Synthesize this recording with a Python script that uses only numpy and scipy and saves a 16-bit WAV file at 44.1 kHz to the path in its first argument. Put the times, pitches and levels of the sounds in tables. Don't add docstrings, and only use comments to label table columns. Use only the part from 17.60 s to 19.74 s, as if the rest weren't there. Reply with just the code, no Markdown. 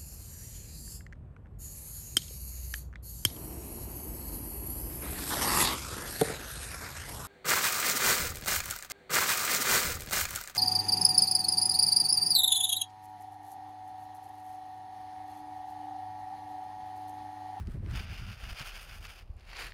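import sys
import numpy as np
from scipy import signal
from scipy.fft import rfft, irfft
from scipy.io import wavfile

SR = 44100
rng = np.random.default_rng(int(sys.argv[2]) if len(sys.argv) > 2 else 0)


def inscribe(sig):
    pcm = np.round(np.clip(np.atleast_2d(sig).T, -1, 1) * 32767)
    wavfile.write(sys.argv[1], SR, pcm.astype(np.int16))


N = 94329
TIME = np.arange(N) / SR
HZ = np.fft.rfftfreq(N, 1 / SR)

# (time [s], level [dB], treble [dB])
SLIDING = [(0.0, -57.5, -5.5), (0.05, -69, -10), (0.12, -60.5, -4.5), (0.21, -70.5, -9.5), (0.37, -43, -12),
           (0.42, -49.5, -11), (0.45, -50, -11.5), (0.46, -54.5, -18), (0.53, -47.5, -12),
           (0.65, -53.5, -12.5), (0.73, -50.5, -11), (0.76, -57.5, -10.5), (0.84, -50, -10),
           (0.88, -51.5, -10), (0.9, -45.5, -10), (0.94, -54.5, -8), (0.96, -49.5, -11), (1.0, -42, -10),
           (1.03, -46.5, -10.5), (1.07, -45.5, -5.5), (1.12, -51.5, -11.5), (1.17, -47, -7),
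           (1.2, -50.5, -8.5), (1.23, -52, -2.5), (1.27, -56, -7), (1.29, -51, -9), (1.37, -52, -5.5),
           (1.4, -60, -5.5), (1.45, -48.5, -6.5), (1.48, -55.5, -13), (1.5, -49, -6.5), (1.55, -58.5, -7.5),
           (1.59, -54, -9.5), (1.65, -72, -10.5), (1.76, -76.5, -6.5), (1.8, -62, -15.5), (1.84, -65, -12),
           (1.9, -52, -15.5), (1.94, -50, -19.5), (2.0, -40.5, -11.5), (2.07, -47, -12.5),
           (2.11, -55, -11.5), (2.12, -58, -18), (2.14, -67.5, -13)]
# (frequency [Hz], relative density [dB per Hz])
TURN_COLOUR = [(300, -27), (700, -5), (1000, -4), (1700, -1), (2300, -6), (3500, -13), (5000, -14.5),
               (7000, -24), (9000, -20.5), (15500, -29)]
POUR_COLOUR = [(240, -63.5), (400, -21), (481, -13.5), (623, -6), (694, -6.5), (784, -3.5), (942, -7.5),
               (1240, -4), (1360, 0.5), (1930, -5.5), (2550, 0.5), (3060, -2), (3300, -6.5), (3570, -6.5),
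               (3910, -15), (4920, -5), (5480, -13), (6680, -16), (7670, -25), (9650, -17), (10600, -23.5),
               (11600, -21), (15500, -24.5)]
LIFT_COLOUR = [(180, -36), (300, -9.5), (417, -10), (509, -9), (756, -4), (1110, -4.5), (1330, -2.5),
               (2690, -1), (3450, -10), (4650, -5), (5760, -16), (7370, -16), (8010, -23), (8990, -15.5),
               (15500, -24.5)]
POUR_FROM_S, POUR_BY_S = 0.318, 0.343
LIFT_FROM_S, LIFT_BY_S = 1.52, 1.91
SLIPS_PER_S, SLIP_SPREAD_DB = 9000, 3.5
CLUMP_DB, CLUMP_HZ = 1.37, 115
TREBLE_DB, TREBLE_HZ = -2.5, 6500

# (time [s], level [dB])
STIRRING = [(0.0, -41), (0.12, -42), (0.14, -39.5), (0.33, -39.5), (0.34, -33.5), (0.42, -46), (0.52, -39),
            (0.56, -47), (0.71, -39.5), (0.76, -54), (0.93, -43), (0.97, -65), (1.02, -48), (1.04, -58),
            (1.38, -53.5), (1.4, -50.5), (1.59, -60), (1.73, -51.5), (1.8, -58), (2.14, -53.5)]
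# (frequency [Hz], relative density [dB per Hz])
RUMBLE_COLOUR = [(20, -24.5), (45, -1.5), (80, 4), (140, -8.5), (190, -9.5), (280, -25), (400, -32),
                 (800, -61.5), (2500, -120)]
DEEP_COLOUR = [(10, -35.5), (22, -8), (40, 6), (60, -11), (100, -18), (250, -52.5), (1200, -120)]
RUMBLE_DB = -1.5
DEEP_DB, DEEP_FOLLOW = -48.5, 0.32

# (frequency [Hz], relative density [dB per Hz])
AIR_COLOUR = [(150, -53), (250, -2.5), (302, -2.5), (371, 3), (687, -1), (723, -0.5), (1070, -7),
              (1150, -6.5), (15000, -86.5)]
AIR_DB = -67.5

# (time [s], peak of the swell [dB], pitch [Hz], scuff [dB])
SOFT_BUMPS = [(0.005, -31, 67.6, -22.5), (0.072, -35, 105, -9), (0.142, -33.5, 123, -8),
              (0.17, -32, 100, -44), (0.198, -42, 137, -12.5), (0.223, -31.5, 99.5, -16),
              (0.257, -43.5, 145, -7.5), (0.283, -31, 84, -28), (0.326, -33, 120, -16),
              (0.347, -30, 79, -28.5), (0.395, -36, 64, -15.5), (0.508, -32, 75, -21),
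              (0.613, -36.5, 114, -21), (0.829, -33.5, 49.3, -35), (0.872, -35.5, 45.7, -41),
              (0.913, -33.5, 43, -45.5), (1.003, -38.5, 130.4, -20), (1.4, -42, 75, -24),
              (1.696, -34, 64, -41), (1.756, -35.5, 56, -54)]
# (frequency [Hz], relative density [dB per Hz])
SCUFF_COLOUR = [(100, -1.5), (200, 8.5), (320, 3.5), (550, -7), (900, -22), (2000, -68), (5000, -100)]
BUMP_RISE_S, SCUFF_RISE_S = 0.0085, 0.013

# (time [s], level [dB], centre frequency [Hz], decay [s])
PAPER_CRINKLES = [(0.0723, -37.5, 3500, 0.00061), (0.2622, -40.5, 1990, 0.0014), (0.3128, -38, 3800, 0.001),
                  (0.359, -37.5, 6000, 0.0017), (0.396, -33.5, 2180, 0.0049), (0.996, -33, 4500, .002),
                  (1.016, -34, 3500, 0.0018), (1.156, -42.5, 4500, 0.0038), (1.452, -34.5, 3000, 0.0026),
                  (1.4687, -42, 5500, .0013), (1.739, -63, 7000, .001), (1.767, -57.5, 6960, .001),
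                  (1.7975, -50, 3470, 0.00086), (1.969, -30.5, 3500, 0.00066), (2.0675, -36, 5860, 0.00085),
                  (2.121, -30.5, 1670, 0.0012)]
CRINKLE_OCTAVES, CRINKLE_DB = 0.86, -6.5

EDGE_HZ = 15780


def amp(db):
    return 10 ** (np.asarray(db) / 20)


def unit(x):
    return x / np.sqrt(np.mean(x ** 2) + 1e-20)


def add(mix, start_s, sound):
    part = mix[max(round(start_s * SR), 0):][:len(sound)]
    part += sound[:len(part)]


def colour(x, points):
    point_hz, point_db = np.transpose(points)
    all_hz = abs(np.fft.fftfreq(N, 1 / SR))
    gain_db = np.interp(np.log(all_hz + 1), np.log(point_hz + 1), point_db)
    log_gain = np.log(amp(gain_db))
    response = np.exp(np.conj(signal.hilbert(log_gain)))[:len(HZ)]
    return unit(irfft(rfft(x) * response, N))


def noise(points):
    return colour(rng.standard_normal(N), points)


def swell(u):
    return (u * np.exp(1 - u)) ** 2


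def rustle():
    s, level_db, treble_db = np.transpose(SLIDING)
    sizes_db = SLIP_SPREAD_DB * np.minimum(rng.exponential(1, N), 4)
    sizes = amp(sizes_db) * rng.choice([-1, 1], N)
    lands = rng.random(N) < SLIPS_PER_S / SR
    clumps = unit(irfft(rfft(rng.standard_normal(N)) / (1 + (HZ / CLUMP_HZ) ** 4), N))
    slips = sizes * lands * amp(CLUMP_DB * clumps)

    tipped = np.interp(TIME, [POUR_FROM_S, POUR_BY_S], [0, 1])
    lifted = np.interp(TIME, [LIFT_FROM_S, LIFT_BY_S], [0, 1])
    turning = (1 - tipped) * colour(slips, TURN_COLOUR)
    pouring = (tipped - lifted) * colour(slips, POUR_COLOUR)
    lifting = lifted * colour(slips, LIFT_COLOUR)
    paper = turning + pouring + lifting

    body = irfft(rfft(paper) / (1 + (HZ / TREBLE_HZ) ** 10), N)
    treble = unit(paper - body) * amp(TREBLE_DB + np.interp(TIME, s, treble_db))
    return (unit(body) + treble) * amp(np.interp(TIME, s, level_db))


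def rumble():
    stir_db = np.interp(TIME, *np.transpose(STIRRING))
    deep_db = DEEP_DB + DEEP_FOLLOW * (stir_db - stir_db.mean())
    handling = noise(RUMBLE_COLOUR) * amp(RUMBLE_DB + stir_db)
    deep = noise(DEEP_COLOUR) * amp(deep_db)
    return handling + deep


def garden_air():
    return amp(AIR_DB) * noise(AIR_COLOUR)


def bumps():
    rocking, scuffing = np.zeros(N), np.zeros(N)
    t = TIME[:SR // 8]
    for s, db, pitch_hz, scuff_db in SOFT_BUMPS:
        wave = np.sin(2 * np.pi * (pitch_hz * t + rng.random()))
        add(rocking, s, amp(db) * swell(t / BUMP_RISE_S) * wave)
        add(scuffing, s, amp(db + scuff_db) * swell(t / SCUFF_RISE_S))
    return rocking + scuffing * noise(SCUFF_COLOUR)


def crinkles():
    out, t = np.zeros(N), TIME[:1024]
    hz = np.fft.rfftfreq(2 * len(t), 1 / SR)
    for s, db, centre_hz, decay_s in PAPER_CRINKLES:
        octaves_away = np.log2((hz + 1) / centre_hz)
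        hump = np.exp(-.5 * (octaves_away / CRINKLE_OCTAVES) ** 2)
        band = hump / np.sqrt(1 + hz / centre_hz)
        snaps = rng.choice([-1, 1], len(t)) * np.exp(-t / decay_s)
        padded = np.pad(snaps, (len(t), 0))
        burst = irfft(rfft(padded) * unit(band))
        add(out, s - len(t) / SR, amp(db + CRINKLE_DB) * burst)
    return out


def scene():
    return (rustle() + rumble() + garden_air() + bumps() + crinkles())[None]


def record(dry):
    low_pass = signal.firwin(511, EDGE_HZ, window=("kaiser", 9), fs=SR)
    return signal.oaconvolve(dry, low_pass[None], "same")


dry = scene()
out = record(dry)
inscribe(out)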